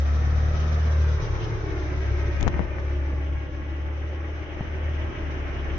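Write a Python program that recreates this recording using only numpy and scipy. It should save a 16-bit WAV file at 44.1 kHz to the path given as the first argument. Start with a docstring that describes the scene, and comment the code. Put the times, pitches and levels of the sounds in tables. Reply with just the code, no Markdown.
"""A twelve-cylinder car creeps across a yard at little more than idle, some way from a hand-held camera.
From the start its exhaust booms, made of tones, and burbles, made of pulses and noise, over engine whirr and hiss.
Faint dry rustles of noise come early, while delayed copies let the wall's echo slide down through the sound.
Near the middle the hand clicks and rubs: pressure pushes, casing rings and noise, mostly in the left microphone.
Then two dull bumps, dying low tones, reach both microphones; a last stroke of skin ends it."""
import sys
import numpy as np
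from scipy import signal
from scipy.fft import rfft, irfft
from scipy.io import wavfile

SR = 44100
rng = np.random.default_rng(int(sys.argv[2]) if len(sys.argv) > 2 else 0)


def pcm_store(signal):
    """Save signal as 16-bit PCM."""
    levels = np.round(np.clip(np.atleast_2d(signal), -1, 1) * 32767)
    wavfile.write(sys.argv[1], SR, levels.astype(np.int16).T)


N = 254898
T = np.arange(N) / SR  # time of every sample, in s

# the uneven beat between the two cylinder banks, before trims: [t/s, level/dB]
BANK_BEAT = [(0.03, -60), (0.22, -41.5), (0.4, -32.5), (0.8, -44), (0.94, -57.5), (1.22, -32.5), (1.8, -38),
             (2.3, -37), (2.6, -41.5), (3.4, -43.5), (4.3, -52), (4.7, -43), (5.1, -40.5), (5.7, -38)]


def boom(bank_cycles, boom_db=-0.2, lope_db=0, overtone_db=0.0, port_phase=0.13, left_db=1.0, sway_db=0.3):
    """The lowest exhaust tones: both banks firing, their uneven beat and two overtones, in step so that they throb."""
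    # both banks together, swelling and fading as the car rolls, before trims: [t/s, level/dB]
    boom_levels = [(0.03, -20.5), (0.65, -22.5), (1.02, -18.5), (1.18, -23.5), (1.26, -45), (1.32, -24),
                   (1.43, -43), (1.8, -27.5), (2.2, -23.5), (2.48, -29), (2.59, -25), (2.67, -33.5),
                   (2.91, -24.5), (3.38, -26.5), (3.46, -33), (3.89, -28), (4.4, -31.5), (4.47, -39.5),
                   (4.87, -25.5), (5.1, -29), (5.13, -59), (5.19, -32), (5.7, -30), (5.75, -30)]
    # overtones at three and four times the bank rate, before trims: [t/s, third level/dB, fourth level/dB]
    overtone_levels = [(0, -46, -44), (0.25, -33, -36), (0.55, -38.5, -35), (1.1, -36, -38.5),
                       (1.45, -31, -48), (1.8, -39.5, -42), (2.12, -31.5, -51.5), (2.8, -43.5, -48),
                       (3.6, -45, -51), (4.4, -49, -54), (5.1, -58.5, -58), (5.4, -57, -42.5),
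                       (5.7, -64, -47.5)]
    shake = 1 + .05 * wander(18)
    slow = wander(.8)
    # echoes off the buildings shift the tone a little between the two microphones
    ports = np.array([[1], [-1]])
    firing = np.cos(2 * np.pi * 2 * bank_cycles + ports * port_phase * slow / 2)
    lean_db = ports * (left_db + sway_db * wander(1.8)) / 2
    out = gain_of(follow(boom_levels)[0] + boom_db + lean_db) * shake * firing
    third_db, fourth_db = follow(overtone_levels)
    orders = [
        (1, follow(BANK_BEAT)[0] + lope_db),
        (3, third_db + overtone_db),
        (4, fourth_db + overtone_db),
    ]
    for k, level_db in orders:
        # a complex factor disturbs both strength and phase
        unrest = 1 + .13 * (wander(9) + 1j * wander(9))
        out += gain_of(level_db) * (unrest * np.exp(2j * np.pi * k * bank_cycles)).real
    return -np.sqrt(2) * out


def car(bank_cycles, pulse_share=0.71, tick_share=0.73, pipe_width_hz=330):
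    """Exhaust pulses burble in the pipes over a smooth roar; valve ticks, belts and fans whirr in the engine bay."""
    # the pipes' main resonance drifts as the car rolls on, before its waver: [t/s, f/Hz]
    pipe_curve = [(0, 420), (1.2, 358), (1.6, 361), (2, 364), (2.3, 333), (2.8, 350), (3.6, 312.5),
                  (4.3, 335), (4.8, 373), (5.78, 351)]
    # relative spectra of the burble, the roar, the fans, the engine bay, its whirr and the hiss: [f/Hz, level/dB]
    burble_spectrum = [(100, -18.5), (170, -8), (240, 0), (280, 4), (380, -4.5), (450, -8), (540, -6.5),
                       (660, -9), (800, -26.5), (1300, -26.5), (3000, -72)]
    roar_spectrum = [(110, -13.5), (210, 12), (300, 3), (620, 3), (1000, -64.5)]
    fan_spectrum = [(1800, -24.5), (2500, -1.5), (3000, 4.5), (3500, -6), (4300, -31), (6000, -54.5)]
    bay_spectrum = [(300, -31.5), (600, -0.5), (750, 5.5), (1000, 2.5), (1270, 3.5), (1600, 2),
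                    (2100, -25.5), (4000, -83.5)]
    whirr_spectrum = [(800, -3), (1400, -7), (1800, 6.5), (2100, 7), (2500, 2), (3100, -7.5), (3700, -26.5),
                      (4500, -51.5), (7000, -62)]
    hiss_spectrum = [(1500, -33), (3000, 5), (3800, 5.5), (4500, -1.5), (5300, 3.5), (6200, 5), (6550, -6),
                     (6800, -77), (7600, -64)]

    pipe_hz = follow(pipe_curve)[0] + 11 * wander(2.8)
    # the pipe comes through quickly, then fades
    pipe_db = 4 + swell(1.5, rise_db_per_s=5.5, fall_db_per_s=2)
    pulses = yard(firings(bank_cycles, uneven=2.0, jitter=0.068), t60=0.41)
    drive = pulse_share * pulses + puffs(bank_cycles, depth=0.062)
    gas = colour(drive, burble_spectrum)
    exhaust = gas + gain_of(pipe_db) * pipe_ring(gas, pipe_hz, pipe_width_hz)
    # burble grows and roar sinks as the tailpipes come out from behind the bodywork
    burble_db = heard(side_db=-43, turn_db=2) - 3.5 * (1 - opened())
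    burble = gain_of(burble_db) * exhaust
    roar_db = heard(side_db=-41.5, turn_db=-14) - 11 * opened()
    roar = gain_of(roar_db) * colour(puffs(bank_cycles, depth=0.12), roar_spectrum)

    # fans behind the grille come forward once the car is nose-on
    fan_db = heard(side_db=-66.5, turn_db=13.5) + 2.1 * wander(18)
    fans = gain_of(fan_db) * colour(puffs(bank_cycles, depth=0.083), fan_spectrum)
    ticks = tick_share * yard(firings(bank_cycles, uneven=3.3, jitter=0.66), t60=0.39) + noise()
    bay_db = heard(side_db=-44, turn_db=-2.5) + 0.7 * wander(25)
    bay = gain_of(bay_db) * colour(ticks, bay_spectrum)
    # the whirr flares as the grille sweeps past the camera
    flare_db = 3 * np.exp(-((T - 2.25) / 0.42) ** 2)
    whirr_db = heard(side_db=-48, turn_db=3) + flare_db + 1.0 * wander(39)
    whirr = gain_of(whirr_db) * colour(ticks, whirr_spectrum)
    # the shifted hand shades the microphones from the hiss
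    shade_db = -3 * ease_in(2.4, 0.017)
    hiss_db = heard(side_db=-52, turn_db=-5) + shade_db + 1.5 * wander(20)
    hiss = gain_of(hiss_db) * colour(noise(), hiss_spectrum)
    return passing(burble + roar + fans + bay + whirr + hiss)


def firings(bank_cycles, uneven, jitter, count=12):
    """One pulse a firing; each cylinder has its own strength, and no two cycles are quite alike."""
    at = np.flatnonzero(np.diff(np.floor(2 * bank_cycles)))  # two banks: two firings a cycle
    cylinders = 1 + uneven * evened(rng.standard_normal(count))
    pulses = np.zeros(N)
    pulses[at] = cylinders[np.arange(len(at)) % count] + jitter * rng.standard_normal(len(at))
    return pulses


def puffs(bank_cycles, depth):
    """Gas noise that surges with each firing of a bank."""
    return evened(noise() * (1 + depth * np.cos(2 * np.pi * bank_cycles)))


def pipe_ring(x, hz, width_hz, cut_on_hz=240):
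    """The tailpipe's resonance: two resonators in a row, with the bass below them cut steeply."""
    flank = signal.butter(4, cut_on_hz, "high", fs=SR, output="sos")
    ringing = resonate(resonate(x, hz, width_hz), hz, width_hz)
    return evened(signal.sosfilt(flank, ringing))


def heard(side_db, turn_db):
    """Level in dB of one part of the car: it follows the whole car and changes as the car turns."""
    # how much of the car reaches the camera; only its changes around the average count: [t/s, level/dB]
    car_levels = [(0.0, -42), (0.68, -40), (1.88, -42), (2.48, -42), (3.22, -44.5), (3.57, -46),
                  (4.33, -44.5), (5.09, -41.5), (5.78, -41)]
    car_db = follow(car_levels)[0]
    return side_db + turn_db * turned() + car_db - car_db.mean()


def turned():
    """How far the car has swung round: 0 side-on, 1 nose-on."""
    return ease_in(2.18, 0.67)


def opened():
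    """How far the tailpipes have come out from behind the bodywork, 0 to 1."""
    return ease_in(1.3, 0.098)


def drone(bank_cycles, unrest=0.52):
    """The tailpipes pick out a few multiples of the bank rate as a faint, wavering drone."""
    # droning tones, as multiples of the bank rate: [multiple]
    drone_orders = (7, 8, 9, 10)
    # their levels side-on, before the waver: [level/dB]
    drone_levels = (-58, -56.5, -53.5, -58)
    out = 0
    for k, level_db in zip(drone_orders, drone_levels):
        waver = 1 + unrest * np.array([wander(1.7) + 1j * wander(2.2) for side in range(2)])
        tone = (waver * np.exp(2j * np.pi * k * bank_cycles)).real
        out = out + gain_of(heard(level_db, turn_db=5.5)) * tone
    return out


def sough(bank_cycles, width_hz=170):
    """A narrow band of the engine bay's rush stands out at first, and sinks as the car rolls."""
    # centre and level of the band: [t/s, f/Hz, level/dB]
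    rush_band = [(0, 1320, -53.5), (.6, 1260, -48.5), (.95, 1225, -52), (1.35, 1057, -46), (1.7, 888, -56),
                 (2.3, 795, -70)]
    hz, level_db = follow(rush_band)
    band = resonate(resonate(puffs(bank_cycles, depth=.2), hz, width_hz), hz, width_hz)
    return gain_of(level_db) * evened(band)


def yard(x, t60, change_hz=0.695, count=3):
    """Scattered reflections from ground and wall: different at each microphone, changing as the car rolls."""
    t, out = T[:SR // 3], 0
    for k in range(count):
        # random reflections, dying by 60 dB in t60 seconds
        taps = rng.standard_normal((2, len(t))) * gain_of(-60 * t / t60)
        # slow cosines blend one pattern into the next
        share = np.cos(np.pi * (change_hz * T + k / count))
        out = out + signal.oaconvolve((share * x)[None], taps, axes=1)[:, :N]
    return evened(out)


def passing(x, scatter=0.084, drift=.3, port_gap_s=.0001, count=8):
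    """Echoes add delayed copies: the wall's peaks slide down as the car rolls, over a steady hollow tint."""
    # the echo off the wall: [t/s, delay/ms, share of the direct sound]
    wall_echo = [(0, 1.6, 0.25), (0.5, 1.58, 0.24), (0.85, 1.68, 0.24), (1.1, 2.06, 0.41),
                 (1.35, 2.16, 0.23), (1.65, 2.65, 0.43), (2.0, 3.1, 0.22), (2.3, 3.2, 0.29),
                 (3.4, 3.6, 0.45), (4.4, 3.56, 0.075), (5.78, 3.6, 0.023)]

    def delayed(seconds):
        return np.array([np.interp(T - lag, T, side, left=0) for lag, side in zip(seconds, x)])

    wall_ms, wall_share = follow(wall_echo)
    wall_s = wall_ms / 1000
    wall = wall_share * delayed([wall_s, wall_s])
    # a dull, inverted echo makes the car sound slightly hollow
    hollow_s, hollow_top_hz = 4.17 / 1000, 1100
    hollow_share = 0.22 * opened()
    hollow = hollow_share * dulled(delayed([hollow_s, hollow_s]), hollow_top_hz)
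    out = x + wall - hollow
    # faint scattered echoes, each with its own drifting delay
    for path, speed, angle in rng.uniform(-1, 1, (count, 3)):
        lag = (.017 + .013 * path) * np.exp(drift * speed * (T - T.mean()))
        out = out + scatter * delayed([lag, lag + port_gap_s * angle])
    # keep the strength about even, however strong the echoes
    return out / np.sqrt(1 + wall_share ** 2 + hollow_share ** 2 + count * scatter ** 2)


def hand(rub_right_db=-16, touch_right_db=-24):
    """Skin rubs as noise; each touch pushes, rings the casing and crackles, mostly in the left microphone."""
    # short strokes of skin over the casing, timed at their strongest: [t/s, level/dB]
    skin_strokes = [(2.407, -35.5), (2.431, -34), (2.47, -26.5), (2.484, -31), (2.58, -32), (2.606, -26.5),
                    (2.783, -33), (5.771, -30.5)]
    # touches: [t/s, press 1 or release -1, push level/dB, push length/ms, crackle level/dB, ring over push/dB]
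    touch_rows = [(2.406, -1, -20, .79, -30.5, -17), (2.4102, 1, -27, .4, -25.5, -4.5),
                  (2.427, -1, -14, 0.73, -28, -24), (2.4286, -1, -22, 0.12, -21.5, -12.5),
                  (2.4367, 1, -11.5, 2, -59, -25.5), (2.4623, -1, -14.5, 1.5, -62, -18),
                  (2.467, -1, -10.5, 0.39, -49, -16), (2.4712, -1, -9.5, 0.29, -50, -10.5),
                  (2.4724, -1, -15.5, .35, -48, -9), (2.476, 1, -24, 1.6, -40, -9),
                  (2.4783, 1, -4.5, .19, -22, -15), (2.479, 1, -11.5, 0.75, -41, -26),
                  (2.4827, -1, -33, .12, -25, -6), (2.5414, 1, -20, 0.17, -58, -3),
                  (2.5932, -1, -13.5, 0.21, -57, -3), (2.5936, 1, -11.5, .8, -62, -12),
                  (2.5994, -1, -20.5, .35, -66, -7), (2.605, 1, -11.5, 0.78, -66, -15),
                  (2.7848, 1, -16, 0.25, -66, -9), (2.7849, -1, -15.5, 0.25, -66, -12)]
    # what the casing rings with, each time lowered by 1 to 7 percent: [f/Hz, level/dB, time to fall 60 dB/s]
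    casing_tones = [(258, -8.5, 0.043), (560, -15.5, .022), (1000, -9.5, .008), (1530, -15, .016),
                    (1980, -11, 0.018)]
    # relative spectra of the rubbing and the dry crackle: [f/Hz, level/dB]
    rub_spectrum = [(8, -25.5), (22, -5), (50, 3.5), (150, -1), (400, -14.5), (1000, -18.5), (2000, -43),
                    (4000, -72)]
    crackle_spectrum = [(500, 19), (2000, 13), (3300, 14.5), (4400, 5), (5300, 11.5), (6800, 8),
                        (7500, -15), (8200, -32)]
    t = T[:SR // 8]
    skin_hz, crackle_t60_s = 2600, .01
    rubbing = sum(gain_of(db + swell(s, rise_db_per_s=202, fall_db_per_s=283)) for s, db in skin_strokes)
    out = rubbing * colour(noise(), rub_spectrum) * gain_of([[0], [rub_right_db]])
    grit = colour(noise(), crackle_spectrum)
    for s, way, push_db, ms, crackle_db, ring_db in touch_rows:
        ring = 0
        for hz, db, t60 in casing_tones:
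            rung_hz = hz * rng.uniform(.93, 0.99)
            ring = ring + gain_of(db - 60 * t / t60) * np.sin(2 * np.pi * rung_hz * t)
        crackle = grit[:, round(s * SR):][:, :len(t)] * gain_of(crackle_db - 60 * t / crackle_t60_s)
        contact = soften(push(t, ms) + gain_of(ring_db) * ring, skin_hz)
        touch = np.sign(way) * gain_of(push_db) * contact + crackle
        add(out, s, touch * gain_of([[0], [touch_right_db]]))
    return out


def push(t, ms):
    """A pressure push that peaks after about ms and relaxes through a shallow dip."""
    u = t / (ms / 1000)
    rise = u * np.exp(1 - u)
    dip = u / 4 * np.exp(1 - u / 4) / 4
    return rise - dip


def soften(x, hz):
    """Soft contact carries little treble above hz."""
    return signal.sosfilt(signal.butter(4, hz, fs=SR, output="sos"), x)


def bumps(knock_hz=620, knock_t60=0.0062, soft_hz=1300):
    """Each bump rocks the camera body, with a short knock on top; both microphones get it."""
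    # dull bumps, before softening: [t/s, level/dB, f/Hz, time to fall 60 dB/s, knock over bump/dB]
    bump_rows = [(3.133, -17.5, 100.7, 0.041, -42), (4.608, -12.5, 150.2, 0.024, -7.5)]
    t, out = T[:SR // 8], np.zeros((2, N))
    for s, db, hz, t60, knock_db in bump_rows:
        body = gain_of(-60 * t / t60) * np.sin(2 * np.pi * hz * t)
        knock = gain_of(knock_db - 60 * t / knock_t60) * np.sin(2 * np.pi * knock_hz * t)
        bump = -gain_of(db) * soften(body + knock, soft_hz)
        add(out, s, np.tile(bump, (2, 1)))
    return out


def rustles(rise_db_per_s=350, fall_db_per_s=300):
    """Faint dry rustles close to the camera: noise that quickly swells and fades."""
    # rustles, timed at their strongest: [t/s, level/dB]
    rustle_rows = [(0.63, -47.5), (0.82, -50), (1.09, -58), (1.43, -44.5)]
    # their relative spectrum: [f/Hz, level/dB]
    rustle_spectrum = [(1800, -39), (2600, 0), (3050, 5.5), (3700, -11.5), (5300, -10.5), (6800, -46.5)]
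    strength = sum(gain_of(db + swell(s, rise_db_per_s, fall_db_per_s)) for s, db in rustle_rows)
    return strength * colour(noise(), rustle_spectrum)


def rumble(rumble_db=2.65, follows=0.8, air_db=-45):
    """Turbulent exhaust flow swells with the beat of the banks; light air stirs at each microphone alone."""
    # relative spectrum of the flow: [f/Hz, level/dB]
    rumble_spectrum = [(10, -27.5), (25, -19), (38, 4), (50, 12.5), (70, 11), (110, 14.5), (160, 6),
                       (260, -27), (800, -74)]
    level_db = follow(BANK_BEAT)[0]
    average_db = level_db.mean()
    flow_db = rumble_db + average_db + follows * (level_db - average_db)
    flow = gain_of(flow_db) * colour(noise(), rumble_spectrum)
    return flow + gain_of(air_db) * np.array([wander(65), wander(46)])


def noise():
    """Two unrelated white noises."""
    return rng.standard_normal((2, N))


def wander(hz):
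    """Random movement of rms 1, mostly slower than hz."""
    return evened(dulled(rng.standard_normal(N), hz))


def colour(pair, spectrum):
    """Shapes two unrelated signals and blends them into left and right, their likeness set by pitch."""
    # how alike the microphones are, limited to the range -1 to 1: [f/Hz, likeness]
    likeness = [(30, 0), (100, 0.85), (240, 1.16), (470, 0.75), (900, 0.02), (1800, 0), (3600, -0.07),
                (7000, 0)]
    # how much louder the left microphone is: [f/Hz, left minus right/dB]
    left_lean = [(30, 21.5), (100, 0.9), (300, 1.5), (850, 0.4), (1500, 0.2), (2500, 1), (6500, 0.88)]
    a, b = rfft(pair, axis=1)
    same = np.clip(read(likeness), -1, 1)
    lean = gain_of(read(left_lean) / 2)
    left = a * lean
    right = (same * a + np.sqrt(1 - same ** 2) * b) / lean
    return evened(irfft(np.array([left, right]) * gain_of(read(spectrum)), N, axis=1))


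def resonate(x, hz, width):
    """A resonance of gain 1 that follows the curve hz: shift down to 0 Hz, smooth, shift back up."""
    turn = np.exp(2j * np.pi * np.cumsum(hz) / SR)
    r = np.exp(-np.pi * width / SR)
    return 2 * (turn * signal.lfilter([1 - r], [1, -r], x / turn)).real


def dulled(x, hz):
    """Takes the treble off without delaying the sound."""
    return irfft(rfft(x) / (1 + (np.fft.rfftfreq(N, 1 / SR) / hz) ** 4), N)


def ease_in(middle_s, ease_s):
    """A smooth change from 0 to 1 around middle_s; a larger ease_s makes it more gradual."""
    return .5 + .5 * np.tanh((T - middle_s) / (2 * ease_s))


def swell(s, rise_db_per_s, fall_db_per_s):
    """Level in dB that climbs to 0 at time s and falls again."""
    return -np.maximum(rise_db_per_s * (s - T), fall_db_per_s * (T - s))


def gain_of(db):
    """Decibels to a factor."""
    return 10 ** (np.asarray(db) / 20)


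def evened(x):
    """Scales to rms 1."""
    return x / np.sqrt(np.mean(x ** 2) + 1e-20)


def follow(rows):
    """Each column of a curve table at every sample."""
    s, *columns = np.transpose(rows)
    return [np.interp(T, s, column) for column in columns]


def read(points):
    """A spectrum table at every frequency bin, with straight lines along log frequency."""
    f, value = np.transpose(points)
    return np.interp(np.log(np.fft.rfftfreq(N, 1 / SR) + 1), np.log(f + 1), value)


def add(mix, s, sound):
    """Mixes a stereo sound in at time s."""
    part = mix[:, round(s * SR):][:, :sound.shape[1]]
    part += sound[:, :part.shape[1]]


def scene():
    """One shared engine rhythm drives the firing sounds; hand, bumps and rustles join them."""
    # firing rate of one bank, before a tiny random waver; the idle hunts up and down, twice: [t/s, f/Hz]
    idle_rate = [(0, 35.72), (.3, 37.19), (.7, 38.18), (1.2, 37.64), (1.45, 35.9), (1.8, 35.6), (3, 35.48),
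                 (3.6, 35.98), (4.2, 37.69), (4.9, 38.14), (5.3, 36.54), (5.6, 34.76)]
    bank_hz = follow(idle_rate)[0] * (1 + 0.000979 * wander(4.94))
    bank_cycles = np.cumsum(bank_hz) / SR
    engine = boom(bank_cycles) + car(bank_cycles) + drone(bank_cycles) + sough(bank_cycles)
    return engine + hand() + bumps() + rustles() + rumble()


def record(dry):
    """The recorder's low cut and band limit."""
    low_cut_hz, edge_hz = 6, 7700
    cut = dry - dulled(dry, low_cut_hz)
    band_limit = signal.firwin(511, edge_hz, window=("kaiser", 9), fs=SR)
    return signal.oaconvolve(cut, band_limit[None], "same")


dry = scene()
out = record(dry)
pcm_store(out)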